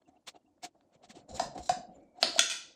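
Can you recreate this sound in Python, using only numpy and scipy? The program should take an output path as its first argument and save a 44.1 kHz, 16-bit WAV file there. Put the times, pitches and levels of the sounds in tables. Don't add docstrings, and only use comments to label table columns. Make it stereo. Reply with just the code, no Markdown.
import sys
import numpy as np
from scipy import signal
from scipy.io import wavfile
from scipy.ndimage import uniform_filter1d

SR = 44100
rng = np.random.default_rng(int(sys.argv[2]) if len(sys.argv) > 2 else 0)


def generate_wav(signal):
    frames = np.transpose(np.atleast_2d(signal))
    scaled = np.clip(frames, -1, 1) * 32767
    pcm = np.round(scaled).astype(np.int16)
    wavfile.write(sys.argv[1], SR, pcm)


def volts(x):
    e = np.asarray(x, float) / 20
    return 10 ** e


N = 121275
T = np.arange(N) / SR


def rms_one(x):
    return x / np.sqrt(np.mean(x ** 2) + 1e-20)


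def at_hz(points, hz):
    table = np.array(points)
    return np.interp(np.log(hz), np.log(table[:, 0]), table[:, 1])


def thin_out(x, hz):
    return signal.sosfilt(signal.butter(2, hz, "high", fs=SR, output="sos"), x)


def white_pairs():
    return rng.standard_normal((2, 2, N))


def drift(rate):
    r = np.exp(-80 * np.pi * rate / SR)
    steps = rng.standard_normal(N // 40 + 2002)
    slow = signal.lfilter([1], [1, -2 * r, r * r], steps)[2000:]
    return np.interp(np.arange(N) / 40, np.arange(len(slow)), rms_one(slow))


def swell(s, rise, fall):
    growing = .5 * ((T - s) / rise) ** 2
    fading = np.hypot(1, (T - s) / fall) - 1
    return np.exp(-np.where(T < s, growing, fading))


def ring(clicks, hz, t60):
    r, w = volts(-60 / (t60 * SR)), 2 * np.pi * hz / SR
    return signal.lfilter([0, np.sin(w)], [1, -2 * r * np.cos(w), r * r], clicks + 1e-18)


def resonate(x, hz, width_hz):
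    return rms_one(ring(x, hz, 2.2 / width_hz))


# f/Hz, likeness (1 = same)
LIKENESS = [(100, 0.91), (500, 0.19), (1500, 0.043), (5000, 0.12), (12000, 0.064)]
# f/Hz, left minus right level/dB
LEAN = [(300, -1.5), (700, .8), (2000, -.5), (5000, -2), (9500, -5), (14000, 1.4)]


def lean_gain(hz):
    return volts(at_hz(LEAN, hz) / 2 * np.array([[1], [-1]]))


def bands(white, spectrum, patchy_db=0., decay=None):
    out, edges = 0, 22 * 2 ** np.arange(0, 9.6, .5)
    for k, (low, high) in enumerate(zip(edges, edges[1:])):
        band = signal.butter(2, [low, high], "band", fs=SR, output="sos")
        mid, side = signal.sosfilt(band, white[k % 2])
        hz = np.sqrt(low * high)
        alike = np.clip(at_hz(LIKENESS, hz), -1, 1)
        fade = -60 * T / at_hz(decay, hz) if decay else patchy_db * drift(30.4)
        gain = volts(at_hz(spectrum, hz) + fade) * lean_gain(hz)
        out = out + gain * (np.sqrt(1 + alike) * mid + np.sqrt(1 - alike) * side * [[1], [-1]])
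    return rms_one(out)


def struck(contacts, modes, most_cycles):
    s, db = np.transpose(contacts)
    luck, out = rng.standard_normal((len(s), len(modes), 3)), np.zeros((2, N))
    signs = np.sign(luck[:, 0, 2])
    for k, (hz, level_db, t60) in enumerate(modes):
        clicks = np.zeros((2, N))
        for side in range(2):
            when = (s * SR).astype(int) + side * (k % 3)
            clicks[side, when] = volts(db + level_db - 4.0 + 2 * luck[:, k, side]) * (-1) ** k * signs
        soft = signal.butter(2, min(1.4 * hz, 16000), fs=SR, output="sos")
        tone = ring(clicks, hz, min(t60, most_cycles / hz))
        out += signal.sosfilt(soft, tone) * lean_gain(hz)
    return thin_out(out, 500)


# f/Hz, level/dB per Hz
AIR = [(35, -54), (60, -5.5), (163, -12), (329, 4.5), (404, -23), (566, -2), (2000, -42), (2600, -79.5),
       (4400, -120)]


def room_air():
    return volts(-72) * bands(white_pairs(), AIR, patchy_db=3.5)


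# f/Hz, t60/s
ROOM_T60 = [(300, 0.55), (2000, 0.38), (5000, 0.5), (9000, 0.31), (14000, 0.28)]
# f/Hz, level/dB
ROOM_TONE = [(280, 10), (450, -3), (700, 3.5), (1000, -4.5), (1400, -2), (6000, -4), (9000, 0),
             (14000, -0.5)]


def wall_answer():
    return bands(white_pairs(), ROOM_TONE, decay=ROOM_T60) * (1 - np.exp(-(T / 0.0017) ** 2))


def bathroom(x, answer):
    return signal.fftconvolve(x[None], answer / np.sqrt(N), axes=1)[:, :N]


# t/s, level/dB
STIR = [(0, -98), (1.0, -76), (1.1, -58.5), (1.18, -58.5), (1.252, -66.5), (1.32, -45.5), (1.374, -57),
        (1.438, -44), (1.52, -57.5), (1.564, -54), (1.686, -59), (1.72, -41.5), (1.88, -69), (2.2, -79),
        (2.246, -52.5), (2.36, -60.5), (2.39, -60.5), (2.6, -75)]
# f/Hz, level/dB per Hz
STIR_TONE = [(15, -43.5), (40, -16.5), (100, -16), (260, -6.5), (408, -25), (600, -6.5), (780, -45.5),
             (1320, -120)]


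def hand_rumble():
    level_db = np.interp(T, *np.transpose(STIR)) + 6.1 * drift(20)
    return volts(level_db) * bands(white_pairs(), STIR_TONE, patchy_db=4.0)


# t/s, level/dB, f/Hz
THUMPS = [(0.086, -45.5, 268.5), (1.098, -41, 218), (1.168, -34, 330), (1.302, -39, 208),
          (1.319, -45, 67.4), (1.418, -30.5, 273), (1.559, -68, 199), (1.598, -42.5, 65),
          (1.718, -40, 161.5), (1.792, -40, 210), (2.232, -39, 257), (2.249, -30, 288), (2.296, -31.5, 306),
          (2.382, -31, 273), (2.412, -38.5, 244)]


def thumps():
    cycles, rise_s = 10.6, 0.0035
    out = np.zeros(N)
    for s, db, hz in THUMPS:
        t = np.maximum(T - s, 0)
        out += volts(db - 60 * t * hz / cycles) * (1 - np.exp(-t / rise_s)) * np.sin(2 * np.pi * hz * t)
    return out


# t/s, level/dB, half length/s, f/Hz
SQUEAKS = [(1.305, -66, .012, 7150), (1.96, -68, .014, 7150), (.366, -68, .008, 2800),
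           (.47, -78, .012, 2750), (.065, -76, .006, 2750), (.17, -76, .006, 2750), (.79, -83, .02, 3900),
           (.42, -82, .008, 2850), (2.0, -64, .13, 310), (.84, -78, .012, 4600), (2.0, -63, .12, 560),
           (2.1, -84, .1, 2300)]


def spring_squeaks():
    white, out = rng.standard_normal(N), np.zeros(N)
    for s, db, length_s, hz in SQUEAKS:
        tone = resonate(resonate(white, hz, 120), hz, 120)
        out += volts(db) * swell(s, length_s, length_s / 2) * tone
    return out


# t/s, peak level/dB, rise/s, fall/s, pipe share level/dB
RUBS = [(0.021, -62.5, 0.0047, 0.0027, 2.5), (0.084, -62, 0.0075, 0.014, 7.5),
        (0.171, -67.5, 0.027, .006, 7.5), (0.283, -34, 0.0075, 0.0075, -11), (0.352, -62, 0.007, 0.011, 16),
        (0.362, -58.5, 0.0022, 0.004, 10.5), (0.645, -33.5, 0.0097, 0.0088, -2.5),
        (0.749, -71.5, .002, 0.011, 16.5), (.83, -70, 0.042, 0.031, 3.5), (.949, -60, 0.021, 0.0096, -12),
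        (1.046, -52, 0.013, 0.0093, 0.5), (1.107, -44.5, 0.0093, 0.0086, -9),
        (1.161, -51, 0.0077, 0.027, 4), (1.309, -59, 0.017, 0.024, 10.5), (1.376, -45, 0.015, 0.036, 3.5),
        (1.554, -58.5, 0.0016, 0.03, 24.5), (1.584, -46, 0.0053, 0.0095, 5.5),
        (1.654, -65.5, 0.057, 0.09, 5.5), (1.955, -65.5, 0.04, 0.076, 4.5),
        (2.187, -62, 0.022, 0.006, 13.5), (2.224, -36.5, 0.01, 0.0054, -4.5),
        (2.381, -33, 0.0044, 0.0064, -25.5)]
# f/Hz, level/dB per Hz
RUB_TONE = [(88, -83), (150, -32), (555, -9), (745, -16), (1290, -12), (2060, -16), (3350, -4.5),
            (7620, -10), (16000, -52.5)]
# f/Hz, width/Hz, level/dB
RUB_RINGS = [(2370, 1100, 7.5), (4420, 300, 0), (8400, 3700, 10.5)]


def rubs():
    grains_per_s, grain_db, shape = 15000, 2.5, (2, 2, N)
    hits = rng.random(shape) < grains_per_s / SR
    sizes = volts(grain_db * rng.exponential(1, shape).clip(max=3.5))
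    grains = hits * sizes * rng.choice([-1, 1], shape)
    skin = bands(grains, RUB_TONE, patchy_db=-1.5)
    cap = sum(volts(db - 10.5) * resonate(skin, hz, width) for hz, width, db in RUB_RINGS)
    airy = rms_one(thin_out(thin_out(grains[0], 9600), 9600))
    skin = rms_one(skin + cap) + volts(-18) * airy
    pipe = resonate(rng.standard_normal(N), 722, 43.4)
    pipe = pipe + .5 * resonate(rng.standard_normal(N), 300, 84)
    out = np.zeros((2, N))
    for s, db, rise, fall, pipe_db in RUBS:
        out += swell(s, rise, fall) * volts(db - 6.5) * (skin + volts(pipe_db - 2.5) * pipe)
    return thin_out(out, 140)


# t/s, peak level/dB, rise/s, fall/s
SLIDES = [(1.295, -57.5, 0.0044, 0.022), (1.372, -46, .022, 0.005), (1.42, -46.5, 0.017, 0.028),
          (1.549, -61.5, 0.0012, 0.013), (1.65, -50.5, 0.026, 0.029), (2.175, -77, 0.0066, 0.048),
          (2.26, -50, .01, 0.087), (2.355, -48, .002, 0.0037)]
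# f/Hz, width/Hz, level/dB
SLIDE_RINGS = [(4120, 360, 1.5), (5790, 1100, 2), (7080, 1500, 5.5), (9260, 750, -12), (12070, 900, -25.5),
               (14500, 1500, -18)]


def slides():
    white = rng.standard_normal((2, N)) * volts(1.8 * drift(60))
    grind = 0
    for hz, width, db in SLIDE_RINGS:
        grind = grind + volts(db) * resonate(resonate(white, hz, width), hz, width)
    strokes = sum(volts(db) * swell(s, rise, fall) for s, db, rise, fall in SLIDES)
    return strokes * rms_one(grind)


# t/s, level/dB, f/Hz, t60/s, choked after/s
KNOCKS = [(.475, -64.5, 733, 0.13, 0.072), (.632, -36, 717, 0.16, 0.017), (.646, -42, 750, 0.11, 0.0095),
          (.66, -49, 710, .1, 0.033), (.749, -56, 710, 0.045, .02), (1.3945, -18, 927, 0.02, 0.0038),
          (1.397, -16, 716, 0.073, 0.0098), (1.412, -41, 1049, 0.14, 0.06),
          (1.414, -32.5, 679, 0.15, 0.037), (1.6942, -10, 725.4, 0.063, 0.061),
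          (1.694, -27, 1093, 0.023, 0.024), (2.184, -41, 728, 0.094, 0.012),
          (2.228, -12, 704, 0.033, 0.009), (2.243, -28.5, 643, 0.11, 0.0096),
          (2.361, -19.5, 670.5, 0.04, 0.042), (2.383, -23.5, 938, 0.025, 0.0052),
          (2.393, -23.5, 679, 0.05, .045)]


def pipe_booms():
    rise_s, choke_s = 0.0017, 0.0017
    out = np.zeros(N)
    for s, db, hz, t60, hold in KNOCKS:
        t = np.maximum(T - s, 0)
        choke = np.exp(-np.maximum(t - hold, 0) / choke_s)
        swelling = (1 - np.exp(-t / rise_s)) ** 2
        out += volts(db - 60 * t / t60) * swelling * choke * np.sin(2 * np.pi * hz * t)
    return out


# f/Hz, level/dB, t60/s
SEAT = [(967, -2, 0.013), (1667, -3, 0.0061), (2255, -6.5, 0.0089), (4010, 5.5, 0.0015), (4990, 5, 0.0042),
        (6050, 2, 0.0041), (7360, 1, 0.018), (8640, -11.5, 0.0025), (12100, -18.5, .003),
        (14700, -23.5, 0.004)]
# t/s, level/dB
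TICKS = [
    (1.5785, -38.5),
    (0.81, -56),
    (0.58, -63),
]


def seat_ticks():
    return struck(TICKS, SEAT, 11.6)


# t/s, level/dB
CRACKS = [
    (1.398, -31.5),
    (1.6944, -29.5),
]


def seat_knocks():
    rattle = [(-.0022, -3), (-.0009, -2.5), (0, -8), (.0017, 10)]   # delay/s, loss/dB
    contacts = [(s + lag, db - loss) for s, db in CRACKS for lag, loss in rattle]
    return struck(contacts, SEAT, 18)


# t/s, level/dB of each contact
DOWN = [(2.2283, -19.5), (2.229, -4), (2.232, -12.5), (2.237, -58.5), (2.3815, -30), (2.3843, -20)]
# t/s, level/dB of each contact
UP = [(2.3915, -29), (2.3924, -0.5), (2.3938, -5.5), (2.395, -6)]
# f/Hz, level/dB, t60/s
LATCH_DOWN = [(1330, -27, 0.071), (2760, -31, 0.0047), (3880, -38, 0.0042), (4450, 9.5, 0.0021),
              (5420, -3.5, .005), (6540, -8.5, 0.0043), (8950, -9, 0.0082), (9450, -8.5, 0.0068),
              (14300, -45.5, 0.003)]
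# f/Hz, level/dB, t60/s
LATCH_UP = [(1382, -16.5, 0.024), (1850, -10.5, 0.0066), (2490, -7, 0.0061), (3372, -2.5, 0.0076),
            (4670, -0.5, 0.0032), (6000, -3, 0.0042), (6650, -6.5, 0.0058), (8350, -6.5, 0.0067),
            (10400, -7, 0.0052), (11600, -24, 0.0022), (13900, -32, 0.0047)]


def latch():
    treble_gap = signal.butter(4, [10200, 13400], "bandstop", fs=SR, output="sos")
    return signal.sosfilt(treble_gap, struck(DOWN, LATCH_DOWN, 20)) + struck(UP, LATCH_UP, 32)


# t/s, level/dB
REBOUND = [
    (2.4985, -8),
    (2.5005, -8.5),
]


def rebound():
    return struck(REBOUND, LATCH_UP, 28)


def scene():
    snap, bounce, seat = latch(), rebound(), seat_knocks()
    boom, touch = pipe_booms(), rubs() + spring_squeaks()
    answer = wall_answer()
    to_room = volts(-0.5) * (snap + bounce).mean(0)
    to_room += volts(-9.5) * boom * (T > 1.2)
    to_room += volts(-37.5) * touch.mean(0)
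    wet = bathroom(to_room, answer)
    wet += bathroom(volts(5.5) * seat.mean(0), answer * volts(-58 * T))
    background = room_air() + hand_rumble() + thumps() + wet
    hits = seat_ticks() + seat + snap
    hits += volts(-13.5) * bounce
    hits += boom * np.array([[volts(.4)], [volts(-.4)]])
    return background + touch + slides() + hits


def top_cut(x):
    return signal.sosfilt(signal.butter(12, 16450, fs=SR, output="sos"), x)


# f/Hz, level/dB
GATE = [(600, -125), (1500, -105), (5000, -90), (14000, -100)]
# f/Hz, level/dB
TREBLE = [(9800, 0.5), (10500, -5.5), (12800, -0.5), (13600, 0), (15200, 0.5), (15600, -25.5)]
# f/Hz, level/dB per Hz
HISS = [(900, 5.5), (2500, -1.5), (7000, -0.5), (15000, -25)]


def record(dry):
    hz, _, z = signal.stft(dry, SR, nperseg=1024)
    power = uniform_filter1d(np.mean(np.abs(z) ** 2, 0), size=5, axis=0)
    keep = 0.18
    power = np.maximum(power, signal.lfilter([1 - keep], [1, -keep], power))
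    limit = volts(2 * at_hz(GATE, hz + 1))[:, None]
    gain = np.maximum(power ** 2 / (power ** 2 + limit ** 2), volts(-18))
    colour = volts(at_hz(TREBLE, hz + 1))[:, None]
    clean = signal.istft(z * gain * colour, SR, nperseg=1024)[1][:, :N]
    top = .8
    clean = top * np.tanh(clean / top)
    clean = signal.sosfilt(signal.butter(8, 16000, fs=SR, output="sos"), clean)
    hiss = volts(-85.5) * bands(white_pairs(), HISS, patchy_db=-1.5)
    return top_cut(clean + hiss)


dry = scene()
out = record(dry)
generate_wav(out)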